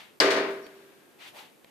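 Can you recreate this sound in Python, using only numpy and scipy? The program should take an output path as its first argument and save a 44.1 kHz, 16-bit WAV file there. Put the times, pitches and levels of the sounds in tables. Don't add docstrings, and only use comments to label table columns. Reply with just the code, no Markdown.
import sys
import numpy as np
from scipy import signal
from scipy.io import wavfile
from scipy.ndimage import uniform_filter1d

SR = 44100
rng = np.random.default_rng(int(sys.argv[2]) if len(sys.argv) > 2 else 0)


def dump(signal):
    limited = np.clip(np.atleast_2d(signal).T, -1, 1)
    pcm = np.round(limited * 32767).astype(np.int16)
    wavfile.write(sys.argv[1], SR, pcm)


N = 74970
T = np.arange(N) / SR
BAND_EDGES_HZ = np.geomspace(22, 16000, 29)
BAND_CENTRES_HZ = np.sqrt(BAND_EDGES_HZ[1:] * BAND_EDGES_HZ[:-1])

# (time [s], gain at 1 kHz [dB], tilt [dB/octave])
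CONTACTS = [(0.2013, 2.5, 0), (0.251, -10, -1), (.304, -8.5, 0.5), (0.363, -13.5, -2), (.505, -61, 9),
            (0.557, -39.5, -5)]
KNOCK_S = CONTACTS[0][0]
# (frequency [Hz], left-right correlation [-1 to 1])
FRAME_COHERENCE = [(100, .95), (400, 0.95), (700, .65), (1200, 0.028), (2500, 0.3), (5000, -0.14),
                   (9000, -.1)]
# (frequency [Hz], left-right correlation [-1 to 1])
ROOM_COHERENCE = [(40, 0.0076), (200, 0.19), (500, 0.33), (1200, 0.027), (4000, 0.33), (12000, 0.58)]


def from_db(db):
    return 10 ** (np.asarray(db) / 20)


def at_hz(points, hz):
    points = np.array(points)
    return np.interp(np.log(hz), np.log(points[:, 0]), points[:, 1])


def panned(db):
    gains = from_db(np.array([[db], [-db]]) / 2)
    return gains / np.sqrt(np.mean(gains ** 2))


def decay(t, t60):
    return np.exp(-np.log(1000) * np.maximum(t, 0) / t60)


def delayed(x, seconds):
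    return np.pad(x, ((0, 0), (int(seconds * SR), 0)))[:, :N]


def band_noise(low, high):
    bandpass = signal.butter(2, [low, high], "band", fs=SR, output="sos")
    noise = signal.sosfilt(bandpass, rng.standard_normal((2, N + SR // 4)))[:, -N:]
    return noise / noise.std()


def noise_bands(spectrum, coherence):
    gains = from_db(at_hz(spectrum, BAND_CENTRES_HZ)) * np.sqrt(np.diff(BAND_EDGES_HZ))
    gains /= np.linalg.norm(gains)
    bands = []
    for low, high, hz, gain in zip(BAND_EDGES_HZ, BAND_EDGES_HZ[1:], BAND_CENTRES_HZ, gains):
        mid, side = band_noise(low, high)
        correlation = np.clip(at_hz(coherence, hz), -1, 1)
        common = np.sqrt((1 + correlation) / 2) * mid
        opposed = np.sqrt((1 - correlation) / 2) * side * np.array([[1], [-1]])
        bands.append(gain * (common + opposed))
    return np.array(bands)


def room_hush():
    # (frequency [Hz], relative density [dB])
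    spectrum = [(25, -14), (55, -28), (110, -6.5), (200, -0.5), (380, 3), (600, -4), (1100, -8.5),
                (2600, -12.5), (5000, -20.5), (14000, -18)]
    return from_db(-59.5) * noise_bands(spectrum, ROOM_COHERENCE).sum(axis=0)


def stroke(t, rise, hold, t60):
    return np.clip(t / rise, 0, 1) * decay(t - rise - hold, t60)


def shoe_scuffs():
    # (start [s], rise [s], hold [s], T60 [s], level [dB], pan [dB], relative grit [dB],
    # hiss tilt about 3 kHz [dB/octave])
    slides = [(-.05, 0.021, 0.028, 0.41, -46, 3, -8.5, -0.5), (1.18, 0.041, .04, 0.21, -47.5, 3.5, -14, 1),
              (1.265, 0.014, 0.0087, 0.15, -51.5, 1, -7.5, 3.5),
              (1.335, 0.05, 0.014, 0.39, -46.5, 2.5, -2, 1.5), (1.651, 0.024, .03, .3, -65, -1.5, -10, 1)]
    # (frequency [Hz], relative density [dB])
    hiss_spectrum = [(300, -21), (1200, -5), (2400, 0), (3800, -4.5), (5000, -14), (7000, -19.5),
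                     (12000, -25.5), (15000, -27)]
    grit_spectrum = [(150, -20), (450, -0.5), (820, 10.5), (1300, -10), (3000, -29), (6000, -19.5),
                     (13000, -13.5)]
    grit_lead_s = 0.0141
    hiss_bands = noise_bands(hiss_spectrum, ROOM_COHERENCE)
    grit_noise = noise_bands(grit_spectrum, ROOM_COHERENCE).sum(axis=0)
    octaves = np.log2(BAND_CENTRES_HZ / 3000)
    out = 0
    for start, rise, hold, t60, db, pan, grit_db, tilt in slides:
        hiss = np.tensordot(from_db(tilt * octaves), hiss_bands, 1) * stroke(T - start, rise, hold, t60)
        grit = from_db(grit_db) * grit_noise * stroke(T - start + grit_lead_s, rise, hold, t60)
        out += from_db(db) * panned(pan) * (hiss + grit)
    return out


def contact_ping():
    # (frequency [Hz], level [dB], T60 [s])
    modes = [(5013, 9, 0.0095), (4740, -11, 0.093), (4890, -16.5, 0.098), (4060, -17.5, 0.0873),
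             (7830, -13.5, 0.018)]
    rise_s, reflection_s, reflection_db = 0.0011, 0.003, -11.5
    t = np.maximum(T - KNOCK_S, 0)
    ring = sum(from_db(db) * np.sin(2 * np.pi * hz * t) * decay(t, t60) for hz, db, t60 in modes)
    direct = panned(db=7) * ring * np.minimum(t / rise_s, 1)
    return direct + from_db(reflection_db) * delayed(direct, reflection_s)


def contact_crack():
    # (frequency [Hz], relative density [dB])
    spectrum = [(30, -6.5), (100, -19), (400, 6.5), (1700, 5), (2800, -16.5), (8000, -11.5), (13000, -15.5),
                (15000, -27)]
    noise = noise_bands(spectrum, FRAME_COHERENCE).sum(axis=0)
    return from_db(-13) * delayed(noise * decay(T, t60=0.07), KNOCK_S)


def struck(ring, hz):
    octaves = np.log2(hz / 1000)
    return sum(from_db(db + tilt * octaves) * delayed(ring, time) for time, db, tilt in CONTACTS)


def panel_clang():
    # (frequency [Hz], relative density [dB])
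    clang_spectrum = [(30, -36), (60, -62.5), (115, -23.5), (200, -12.5), (290, -3), (450, 3.5), (600, -8),
                      (950, -5.5), (1800, -4.5), (2700, -10), (4700, -11), (6000, -18.5), (12500, -31),
                      (14500, -51)]
    linger_spectrum = [(100, -18.5), (350, 8), (800, -5), (1700, -2), (3500, -7.5), (7000, -18),
                       (14000, -19.5)]
    # (frequency [Hz], T60 [s])
    decay_times = [(100, 0.38), (400, 0.56), (1000, 0.53), (2000, 0.51), (4000, 0.39), (8000, 0.24),
                   (14000, .26)]
    # (frequency [Hz], left minus right [dB])
    balance = [(60, -11), (150, -0.5), (380, -0.5), (950, 1.0), (2380, 6.5), (5980, -1.5), (15000, -2.5)]
    build_cycles, longest_build_s = 3.6, 0.02
    clang_bands = from_db(-9) * noise_bands(clang_spectrum, FRAME_COHERENCE)
    linger_bands = from_db(-46.5) * noise_bands(linger_spectrum, FRAME_COHERENCE)
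    out = 0
    for hz, clang, linger in zip(BAND_CENTRES_HZ, clang_bands, linger_bands):
        ring = clang * decay(T, at_hz(decay_times, hz)) + linger * decay(T, t60=2.59)
        swell = 1 - np.exp(-T / min(build_cycles / hz, longest_build_s))
        out += struck(ring * swell * panned(at_hz(balance, hz)), hz)
    return out


def frame_modes():
    # (frequency [Hz], relative level [dB], T60 [s])
    other_modes = [(116, -30, .42), (272, -23, .55), (291, -17, .62), (356, -14, .55), (482, -16, .58),
                   (521, -13, .53), (636, -9.5, .62), (659, -20, .55), (684, -18, .58), (997, -23, .55),
                   (1056, -23, .62), (1173, -21, .58), (1218, -22, .65), (1528, -19, .55), (1610, -51, 2.6),
                   (1658, -19, .58), (1798, -48, 1.4), (1921, -22, .58), (2222, -22, .55), (2524, -25, .6),
                   (2781, -24, .5)]
    main_hz, beat_hz, others_gain_db = 391, 3.1, -2
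    rise_s, left_lag_s, pan_db_per_octave = 0.048, 0.0001, 2.5
    modes = [(main_hz, -24.5, 1.23), (main_hz + beat_hz, -7, 0.63)]
    modes += [(hz, db + others_gain_db, t60) for hz, db, t60 in other_modes]
    t = np.maximum(T - KNOCK_S - np.array([[left_lag_s], [0]]), 0)
    out = 0
    for hz, db, t60 in modes:
        pan = panned(pan_db_per_octave * max(np.log2(hz / main_hz), 0))
        out += pan * from_db(db) * np.sin(2 * np.pi * hz * t) * decay(t, t60)
    return out * (1 - np.exp(-t / rise_s))


def frame_squeak():
    # (peak time [s], frequency [Hz], level [dB], standard deviation [s])
    chirps = [(.648, 5640, -63.5, 0.016), (.661, 4530, -55, .012)]
    bandwidth_hz = 73
    out = 0
    for time, hz, db, sigma in chirps:
        envelope = np.exp(-((T - time) / sigma) ** 2 / 2)
        out += from_db(db) * band_noise(hz - bandwidth_hz / 2, hz + bandwidth_hz / 2) * envelope
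    return out


def small_taps():
    # (time [s], level [dB], T60 [s])
    taps = [(.666, -41, 0.029), (1.347, -50, 0.023), (1.6454, -44.5, 0.021)]
    # (frequency [Hz], relative density [dB])
    spectrum = [(150, -21), (500, 1.5), (1300, -14), (3000, -11), (8000, -33), (14000, -30)]
    noise = noise_bands(spectrum, ROOM_COHERENCE).sum(axis=0)
    return sum(from_db(db) * delayed(noise * decay(T, t60), time) for time, db, t60 in taps)


def scene():
    hush = room_hush()
    frame = contact_ping() + contact_crack() + panel_clang() + frame_modes() + frame_squeak()
    return frame + shoe_scuffs() + small_taps() + hush


def record(dry):
    threshold_db, release_db_per_s, window_s, stopband_hz = -17.5, 39.5, 0.0245, 15250
    power = uniform_filter1d(np.mean(dry ** 2, axis=0), int(window_s * SR))
    level_db = 10 * np.log10(np.abs(power) + 1e-12)
    excess_db = np.maximum(level_db - threshold_db, 0)
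    recovery_db = release_db_per_s * T
    duck_db = np.maximum.accumulate(excess_db + recovery_db) - recovery_db
    lowpass = signal.cheby2(16, 70, stopband_hz, fs=SR, output="sos")
    return signal.sosfilt(lowpass, dry * from_db(-duck_db))


dry = scene()
out = record(dry)
dump(out)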